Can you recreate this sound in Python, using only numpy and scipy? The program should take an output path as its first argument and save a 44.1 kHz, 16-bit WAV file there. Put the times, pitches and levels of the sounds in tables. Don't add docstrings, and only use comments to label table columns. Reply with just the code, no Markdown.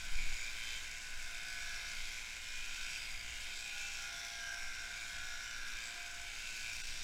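import sys
import numpy as np
from scipy import signal
from scipy.fft import rfft, irfft, next_fast_len
from scipy.io import wavfile
from scipy.ndimage import uniform_filter1d, map_coordinates

SR = 44100
rng = np.random.default_rng(int(sys.argv[2]) if len(sys.argv) > 2 else 0)


def wrap_up_sound(samples):
    columns = np.atleast_2d(samples).T
    tamed = np.clip(columns, -1, 1)
    steps = np.round(tamed * 32767).astype(np.int16)
    wavfile.write(sys.argv[1], SR, steps)


def gain_from_db(level_db):
    decades = np.asarray(level_db, float) / 20
    return 10 ** decades


N = 310023
T = np.arange(N) / SR


def evened(x):
    return x / np.sqrt(np.mean(x ** 2) + 1e-20)


def curves(rows):
    s, *columns = np.transpose(rows)
    return [np.interp(T, s, c) for c in columns]


def coloured(x, shape, lo_hz=0, hi_hz=SR, soft=0.058):
    size = next_fast_len(N)
    hz = np.fft.rfftfreq(size, 1 / SR) + 0.099
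    f, db = np.transpose(shape)
    tint = gain_from_db(np.interp(np.log(hz), np.log(f), db))
    above_low = 1 + np.tanh((hz - lo_hz) / (soft * hz))
    below_high = 1 + np.tanh((hi_hz - hz) / (soft * hz))
    return evened(irfft(rfft(x, size) * tint * np.sqrt(above_low * below_high), size)[:N])


def wander(hz):
    noise = uniform_filter1d(rng.standard_normal(N), int(SR / hz / 4) + 1)
    return evened(signal.lfilter([1], [1, -np.exp(-2 * np.pi * hz / SR)], noise))


def held(start, length, swell_s=.13):
    to_edge = np.minimum(T - start, start + length - T)
    return np.sin(np.pi / 2 * np.clip(to_edge / swell_s, 0, 1)) ** 2


def resonate(x, hz, width):
    turn = np.exp(2j * np.pi * np.cumsum(hz * np.ones(len(x))) / SR)
    r = np.exp(-np.pi * width / SR)
    return evened((turn * signal.lfilter([1], [1, -2 * r, r * r], x / turn)).real)


def swing(turns, sharp, back_db, rest):
    bend = np.cos(2 * np.pi * turns)
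    return rest + np.exp(sharp * (bend - 1)) + gain_from_db(back_db) * np.exp(-sharp * (bend + 1))


def knocks(turns, hold_s=.32, size=760):
    step = T / hold_s
    k = step.astype(int)
    part = np.sin(np.pi / 2 * (step % 1))
    patterns = rng.standard_normal((k.max() + 2, size))
    place = (turns % 1) * (size - 1)
    this = map_coordinates(patterns, [k, place], order=1)
    after = map_coordinates(patterns, [k + 1, place], order=1)
    return evened(np.sqrt(1 - part ** 2) * this + part * after)


def scrape(turns, sharp, back_db, rest, uneven_db):
    stroke = (2 * turns + .5).astype(int)
    hardness = uniform_filter1d(rng.standard_normal(stroke.max() + 1)[stroke], 40)
    effort = swing(turns, sharp, back_db, rest) * gain_from_db(uneven_db * hardness)
    return evened(effort * rng.standard_normal(N))


# time in seconds, turns a second.
SHAFT = [(0.0, 58.4), (0.2, 58.38), (0.4, 57.84), (1.0, 57.6), (1.6, 58.18), (1.9, 57.56), (2.2, 57.98),
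         (2.6, 57.98), (2.8, 58.26), (3.2, 57.7), (3.6, 58.02), (4.1, 57.53), (4.8, 57.94), (5.2, 57.66),
         (5.8, 58.28), (6.4, 58.26), (6.65, 57.84), (7.03, 57.76)]


def handpiece():
    turns = np.cumsum(curves(SHAFT)[0] + .1 * wander(6)) / SR
    rattle = knocks(turns)
    knock = evened(rattle * swing(turns, 2.5, -2, .9))
    taps = evened(rattle * swing(turns, 6.0, -1.5, .4))
    ticks = scrape(turns, 11, -3, 4, .8)
    snaps = evened((rattle + .6 * ticks) * swing(turns, 5, -8, .4))
    rings = list(zip(*hand_on_rings(turns)))
    steel = head(turns, rattle, rings[:4]) + blades(turns, rattle, ticks, rings[4:])
    return steel + glints(0.08 * taps + snaps) + shaft_orders(turns) + tube_hum(knock)


# time in seconds, push into the wool, turn of the comb towards
HAND = [(0.0, -0.2, 0.34, -1), (0.24, 0, 1.1, -0.4), (0.72, 0.2, 0.61, 0), (1.08, -1.03, -0.14, -0.3),
        (1.76, 1, 0.059, -0.5), (2.24, -0.35, 0.58, -0.3), (2.44, -0.74, 0.3, -0.6), (2.9, 1.44, 0.34, -1),
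        (3.2, -1.75, 1.75, 0.1), (3.8, 1.26, 0.63, -1.5), (4.32, 1.5, -1.4, -2), (4.68, 0, -1.6, 0.5),
        (4.96, 0.3, -0.64, -0.4), (5.52, 1, -1.5, -1.5), (5.84, 0, -0.5, 0.9), (6.16, -0.8, -0.064, -0.1),
        (6.72, 1, 1.5, -2.5), (7.03, 2, -0.3, -2.5)]
# usual level in dB, dB per push, dB per turn, dB per roll.
RINGS = [
    (-56, 0.74, -0.4, 1.06),
    (-51.5, 1.38, 1.4, 1.5),
    (-60, 1, 2, 1),
    (-57, 1.16, 0.64, 0.5),
    (-59, 1.5, 1.06, 0.37),
    (-58.5, 2, -0.3, 0.36),
    (-57, 0.5, 0.6, 0),
    (-63.5, 1, 0.85, 0.54),
]
RINGS_HZ = [1575, 2350, 3145, 3840, 4790, 5610, 6680, 10000]
# start in seconds, length in seconds, rise in Hz.
LOOSE = [(2.558, 0.58, 220), (3.493, .65, 172), (6.132, 1, 210)]
# lag in turns, sharpness (no unit), return stroke in dB,
# steady share (no unit).
STRIKES = [(.1, 5, -1, 1.8), (.03, 6, 0, 1.3), (-.03, 2.5, -20, 1.1), (0, 2.5, -20, 1.7), (0, 6, -3, 2.3),
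           (.12, 7, -8, 2.4), (.07, 9, -16, 2), (.04, 16, -4, 1.3)]


def hand_on_rings(turns):
    push, turn, roll = curves(HAND)
    levels_db = [db + a * push + b * turn + c * roll + 0.5 * wander(2.6) for db, a, b, c in RINGS]
    rings_hz = [hz * (1 + 0.0095 * wander(7.2)) for hz in RINGS_HZ]
    rings_hz[1] = rings_hz[1] + sum(rise_hz * held(s, length) for s, length, rise_hz in LOOSE)
    drift_turns = .045
    strikes = [swing(turns - lag + drift_turns * wander(1.5), *shape) for lag, *shape in STRIKES]
    return levels_db, rings_hz, strikes


def ringing_band(knock, taps, rub, knock_share, ring, shape, lo_hz, hi_hz, bed):
    level_db, ring_hz, strike = ring
    bed_db, width_hz = bed
    drive = evened(strike * (np.sqrt(knock_share) * knock + np.sqrt(1 - knock_share) * rub))
    bed_level = np.minimum(gain_from_db(level_db), gain_from_db(bed_db))
    ring_level = np.sqrt(gain_from_db(level_db) ** 2 - bed_level ** 2)
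    ringing = resonate(1.6 * drive + evened(strike * taps), ring_hz, width_hz)
    return bed_level * coloured(drive, shape, lo_hz, hi_hz, 0.011) + ring_level * ringing


# frequency in Hz, level in dB per Hz.
HEAD_SHAPE = [(740, -72), (1250, -18), (1320, -11.5), (1450, -2), (1500, 0), (1670, -4), (1820, -9),
              (2070, 0), (2350, 1), (2900, -4.5), (3140, 0.5), (3390, -6), (3660, 1), (4040, -7),
              (4300, -6.5), (5590, -20), (9460, -120)]
HEAD_EDGES_HZ = [1000, 1850, 2930, 3420, 4350]
# level of the wide bed in dB, width of the ring in Hz.
HEAD_BEDS = [(-57, 500), (-53, 670), (-61, 450), (-58, 2100)]


def head(turns, rattle, rings):
    strokes = scrape(turns, 4, -1, 3, .3)
    taps = 0.71 * rattle + 0.67 * strokes
    out = np.zeros(N)
    for i, knock_share in enumerate([0.28, 0.25, 0.21, 0.18]):
        rub = scrape(turns + 0.13 * rng.standard_normal(), 0.64, 0.0, 4, 0.34)
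        out += ringing_band(rattle, taps, rub, knock_share, rings[i], HEAD_SHAPE,
                            HEAD_EDGES_HZ[i], HEAD_EDGES_HZ[i + 1], HEAD_BEDS[i])
    return out


# frequency in Hz, level in dB per Hz.
BLADE_SHAPE = [(2530, -39), (4300, -10.5), (4790, -8.5), (5160, -7.5), (5450, 1.5), (5800, -0.5),
               (6230, -8), (6820, -4), (7400, -8), (7850, -5.5), (8300, -15), (8870, -15.5), (11400, -19.5),
               (12300, -22.5), (15800, -26)]
BLADE_EDGES_HZ = [4350, 5170, 6150, 8350, 17000]
# level of the wide bed in dB, width of the ring in Hz.
BLADE_BEDS = [(-59, 940), (-58, 1040), (-57, 2700), (-58, 3000)]


def blades(turns, rattle, ticks, rings):
    hiss = scrape(turns + .07 * wander(30), 3.0, -5, 5, 1.4)
    out = np.zeros(N)
    for i, knock_share in enumerate([0.15, 0.17, 0.24, 0.37]):
        out += ringing_band(rattle, ticks, hiss, knock_share, rings[i], BLADE_SHAPE,
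                            BLADE_EDGES_HZ[i], BLADE_EDGES_HZ[i + 1], BLADE_BEDS[i])
    return out


# start in seconds, length in seconds, pitch in Hz, level in dB.
GLINTS = [(0.13, 0.15, 2350, -48), (0.42, 0.11, 2380, -51), (0.072, 0.47, 6900, -57.5),
          (0.52, 0.36, 3160, -52.5), (0.57, 0.25, 3540, -54), (.56, .3, 3750, -59), (.55, 0.36, 6100, -64),
          (1.15, 0.37, 3580, -60), (1.66, 0.36, 1650, -63), (2.85, 0.3, 4900, -57),
          (3.02, 0.3, 4820, -56.5), (5.95, .35, 1560, -57), (2.84, .3, 3050, -58), (4.1, .7, 9500, -76),
          (4.1, .7, 13500, -81), (5.25, .42, 5600, -65), (5.7, 0.34, 4800, -61), (1.42, 0.19, 4800, -61),
          (2.4, .2, 5350, -59), (0.6, .2, 3900, -59), (.58, 0.22, 4900, -60), (3.2, 0.34, 2840, -55.5),
          (3.5, 0.27, 7600, -61), (4.05, 0.31, 3500, -58), (4.2, .25, 3280, -56), (4.33, 0.27, 3060, -58),
          (3.516, 0.48, 2390, -55), (4.1, 0.57, 5800, -66), (4.45, 0.46, 5500, -62), (5.4, 0.17, 7540, -62),
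          (5.1, .35, 6790, -66), (6.2, 0.29, 6540, -63), (1.4, .5, 7770, -70), (2.75, 0.44, 7900, -63),
          (5.3, 0.64, 4750, -71), (4.423, .16, 1591, -50), (.58, .25, 4400, -58), (.8, 0.27, 5700, -72),
          (1.45, .4, 6700, -65), (2.8, 0.41, 2240, -60), (3.603, .4, 6600, -63), (5.4, 0.18, 3000, -57),
          (6.7, 0.4, 8200, -66), (.6, 0.19, 2600, -55), (2, 0.42, 6000, -68), (1.95, .3, 3330, -61),
          (6.2, 0.19, 2340, -60), (6.618, 0.18, 2400, -52.5), (0.846, 0.2, 2280, -52.5),
          (4.854, 0.31, 2300, -52.5), (4.95, 0.37, 3300, -63), (5.2, 0.46, 5100, -64),
          (5.8, 0.15, 7670, -56.5), (6.5, 0.26, 1470, -59)]


def glints(taps):
    longest_swell_s, width_share = 0.16, 0.085
    out = np.zeros(N)
    for s, length, hz, db in GLINTS:
        span = slice(max(round(s * SR), 0), round((s + length) * SR))
        swell = held(s, length, min(length / 2, longest_swell_s))[span]
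        out[span] += gain_from_db(db) * swell * resonate(taps[span], hz, width_share * hz)
    return out


# start in seconds, length in seconds, order, dB above rest.
SINGS = [(0.46, 0.58, 1, 7.5), (2.18, 0.61, 1, 5.5), (3.103, 0.47, 1, 10.5), (4.6, 0.32, 1, 6),
         (1.46, 0.27, 1, 9), (5.95, 0.35, 1, 4), (1.16, 1.05, 12, 6.5), (3, 0.76, 12, 5),
         (4.02, 0.74, 12, 12), (4.7, 0.91, 12, 9), (5.784, 0.57, 12, 12), (3.55, 0.46, 14, 13.5),
         (3.93, 0.28, 14, 14), (4.12, .33, 14, 13), (4.4, .36, 14, 10), (3.75, 0.37, 13, 11),
         (4.55, .5, 13, 6), (3.95, .6, 17, 8), (0.087, .45, 13, 6), (4.4, 0.27, 14, 5), (6.1, 0.35, 14, 8),
         (0.14, 0.68, 26, 8.5), (0.96, 1.33, 26, 9.5), (2.7, 0.26, 26, 9), (3.7, 0.38, 26, 8),
         (4.65, 1.18, 26, 12.5), (6.353, 0.42, 26, 9), (4.05, 0.52, 19, 13), (4.85, 0.74, 19, 13),
         (2.55, 0.47, 24, 13), (3.9, 1.04, 24, 10), (5.1, 0.77, 24, 11), (1.12, 0.87, 25, 6),
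         (3.62, 0.36, 25, 12), (3.95, 0.34, 25, 12), (4.65, 0.4, 25, 9), (5.1, 0.52, 25, 12),
         (4.4, 1.8, 27, 12), (0.58, 1.53, 28, 6.5), (4.28, 0.29, 28, 12), (4.6, .6, 28, 6),
         (5.55, 0.33, 28, 9), (1.3, 0.57, 29, 10.5), (5, 0.6, 29, 12), (6.5, .3, 29, 10),
         (0.41, 0.21, 37, 6), (1.13, 1.5, 37, 9), (2.8, .75, 37, 10), (3.95, 1.76, 37, 8), (.2, 2, 39, 0.5),
         (2.8, .8, 39, 7), (3.8, 0.99, 39, 3), (0.13, 1.3, 41, -1), (3.8, .6, 41, 5), (4.95, 0.91, 41, 9),
         (6.55, 0.5, 41, 12.5), (0.14, 0.51, 42, 7), (1.3, 0.63, 42, 9.5), (2.4, 0.65, 42, 14),
         (3.35, 0.61, 42, 11), (2.4, .6, 43, 9), (3.55, 0.64, 43, 18.5), (5, 1.4, 43, 6),
         (6.2, 0.45, 43, 4), (1.6, 0.36, 46, 14), (2.56, 0.46, 46, 11), (3.66, 0.47, 46, 18),
         (6.35, 0.78, 46, 14.5)]


def sung(k):
    lifts = [up_db * held(s, length) for s, length, order, up_db in SINGS if order == k]
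    return np.max([0 * T] + lifts, axis=0)


# order, level in dB.
ORDERS = [(1, -70.5), (12, -76), (14, -81), (26, -68), (19, -89), (24, -74), (25, -70), (27, -77),
          (28, -67.5), (29, -70), (37, -68.5), (39, -67), (41, -70), (42, -69), (43, -74), (46, -76)]
# order, dB relative to it.
SIDE_ORDERS = [(11, -13), (13, -6), (15, -12.5), (16, -13), (17, -10), (20, -21), (21, -12)]


def shaft_orders(turns):
    levels = [(k, db + sung(k)) for k, db in ORDERS]
    order_12_db = levels[1][1]
    for k, db in SIDE_ORDERS:
        levels.append((k, 0.59 * order_12_db - 34.5 + db + 2.8 * wander(1.2) + sung(k)))
    flutter_db, slack, lock_turns = 1.8, .003, .3
    out = np.zeros(N)
    for k, db in levels:
        phase = k * turns + lock_turns * rng.random() + slack * k * wander(5.1)
        out += np.sqrt(2) * gain_from_db(db + flutter_db * wander(8.3)) * np.cos(2 * np.pi * phase)
    return out


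# frequency in Hz, level in dB per Hz.
HUM_SHAPE = [(65, -34), (110, -3), (492, -9.5), (599, -8.5), (685, -5), (869, -7.5), (1000, -5), (1090, -9),
             (1300, -1.5), (1690, -22), (2860, -120)]


def tube_hum(knock):
    low_knock = signal.lfilter(*signal.butter(2, 550, "high", fs=SR), knock)
    hum = 0.38 * low_knock + rng.standard_normal(N)
    return gain_from_db(-66.5) * coloured(hum, HUM_SHAPE, 81, 1202)


def motor():
    whine_hz, level_db, fade_db_per_s = 1023, -71.5, -0.5
    level = gain_from_db(level_db + fade_db_per_s * T + 0.4 * wander(7.5))
    phase = np.cumsum(whine_hz + 0.95 * wander(4.9)) / SR
    return np.sqrt(2) * level * np.sin(2 * np.pi * phase)


# frequency in Hz, level in dB per Hz.
RUMBLE_SHAPE = [(2.4, -30), (4.0, -2), (16, 3.5), (24, -4), (43, -23.5), (66, -21.5), (102, -30.5),
                (280, -53.5), (360, -67), (620, -120)]
# time in seconds, sway level in dB.
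SWAY = [(0.0, -52.5), (0.08, -34.5), (0.33, -31), (0.51, -45), (1.02, -53.5), (1.15, -44), (1.92, -52.5),
        (2.0, -41), (2.29, -58), (2.64, -43.5), (4.13, -53), (4.21, -62.5), (4.7, -44.5), (4.76, -54),
        (5.74, -45.5), (5.8, -57.5), (6.99, -44.5), (7.03, -42)]
# time in seconds, jolt level in dB.
JOLTS = [(0.0, -59), (0.08, -53), (0.12, -55), (0.23, -52), (0.49, -62), (1.57, -61), (2.08, -59),
         (2.17, -64), (3.35, -59), (3.74, -70), (3.8, -63.5), (4.95, -64), (5.23, -56), (5.31, -64),
         (5.78, -59), (6.05, -73), (6.23, -61.5), (7.03, -57)]


def rumble():
    sway_db = curves(SWAY)[0]
    thud_db = curves(JOLTS)[0] + 1.64
    push = rng.standard_normal(N)
    sway = evened(np.tanh(.8 * coloured(push, RUMBLE_SHAPE, 4.3, 16.4, 0.043)))
    thud = coloured(push, RUMBLE_SHAPE, 26.4, 350, 0.18)
    scuff = coloured(rng.standard_normal(N), HUM_SHAPE, 80, 314, 0.054)
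    scuff_db = -61.5 + 1.47 * (thud_db + 47)
    return gain_from_db(sway_db) * sway + gain_from_db(thud_db) * thud + gain_from_db(scuff_db) * scuff


def scene():
    return (handpiece() + motor() + rumble())[None]


# middle in seconds, length in seconds, percent of tones lost.
DROPOUT = (6.827, .024, 84)


def dropout(dry):
    s, length, weakest = DROPOUT
    start, size = round((s - length / 2) * SR), round(length * SR)
    frame = rfft(dry[0, start:start + size] * np.sqrt(np.hanning(size)))
    standout = abs(frame) / uniform_filter1d(abs(frame), 30)
    weak = standout < np.percentile(standout, weakest)
    weak &= np.arange(len(frame)) > 12
    out = dry.copy()
    out[0, start:start + size] -= irfft(frame * weak, size)
    return out


def low_pass(x):
    return signal.sosfilt(signal.butter(12, 15740, fs=SR, output="sos"), x)


def record(dry):
    mix = dropout(dry)
    return low_pass(mix)


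dry = scene()
out = record(dry)
wrap_up_sound(out)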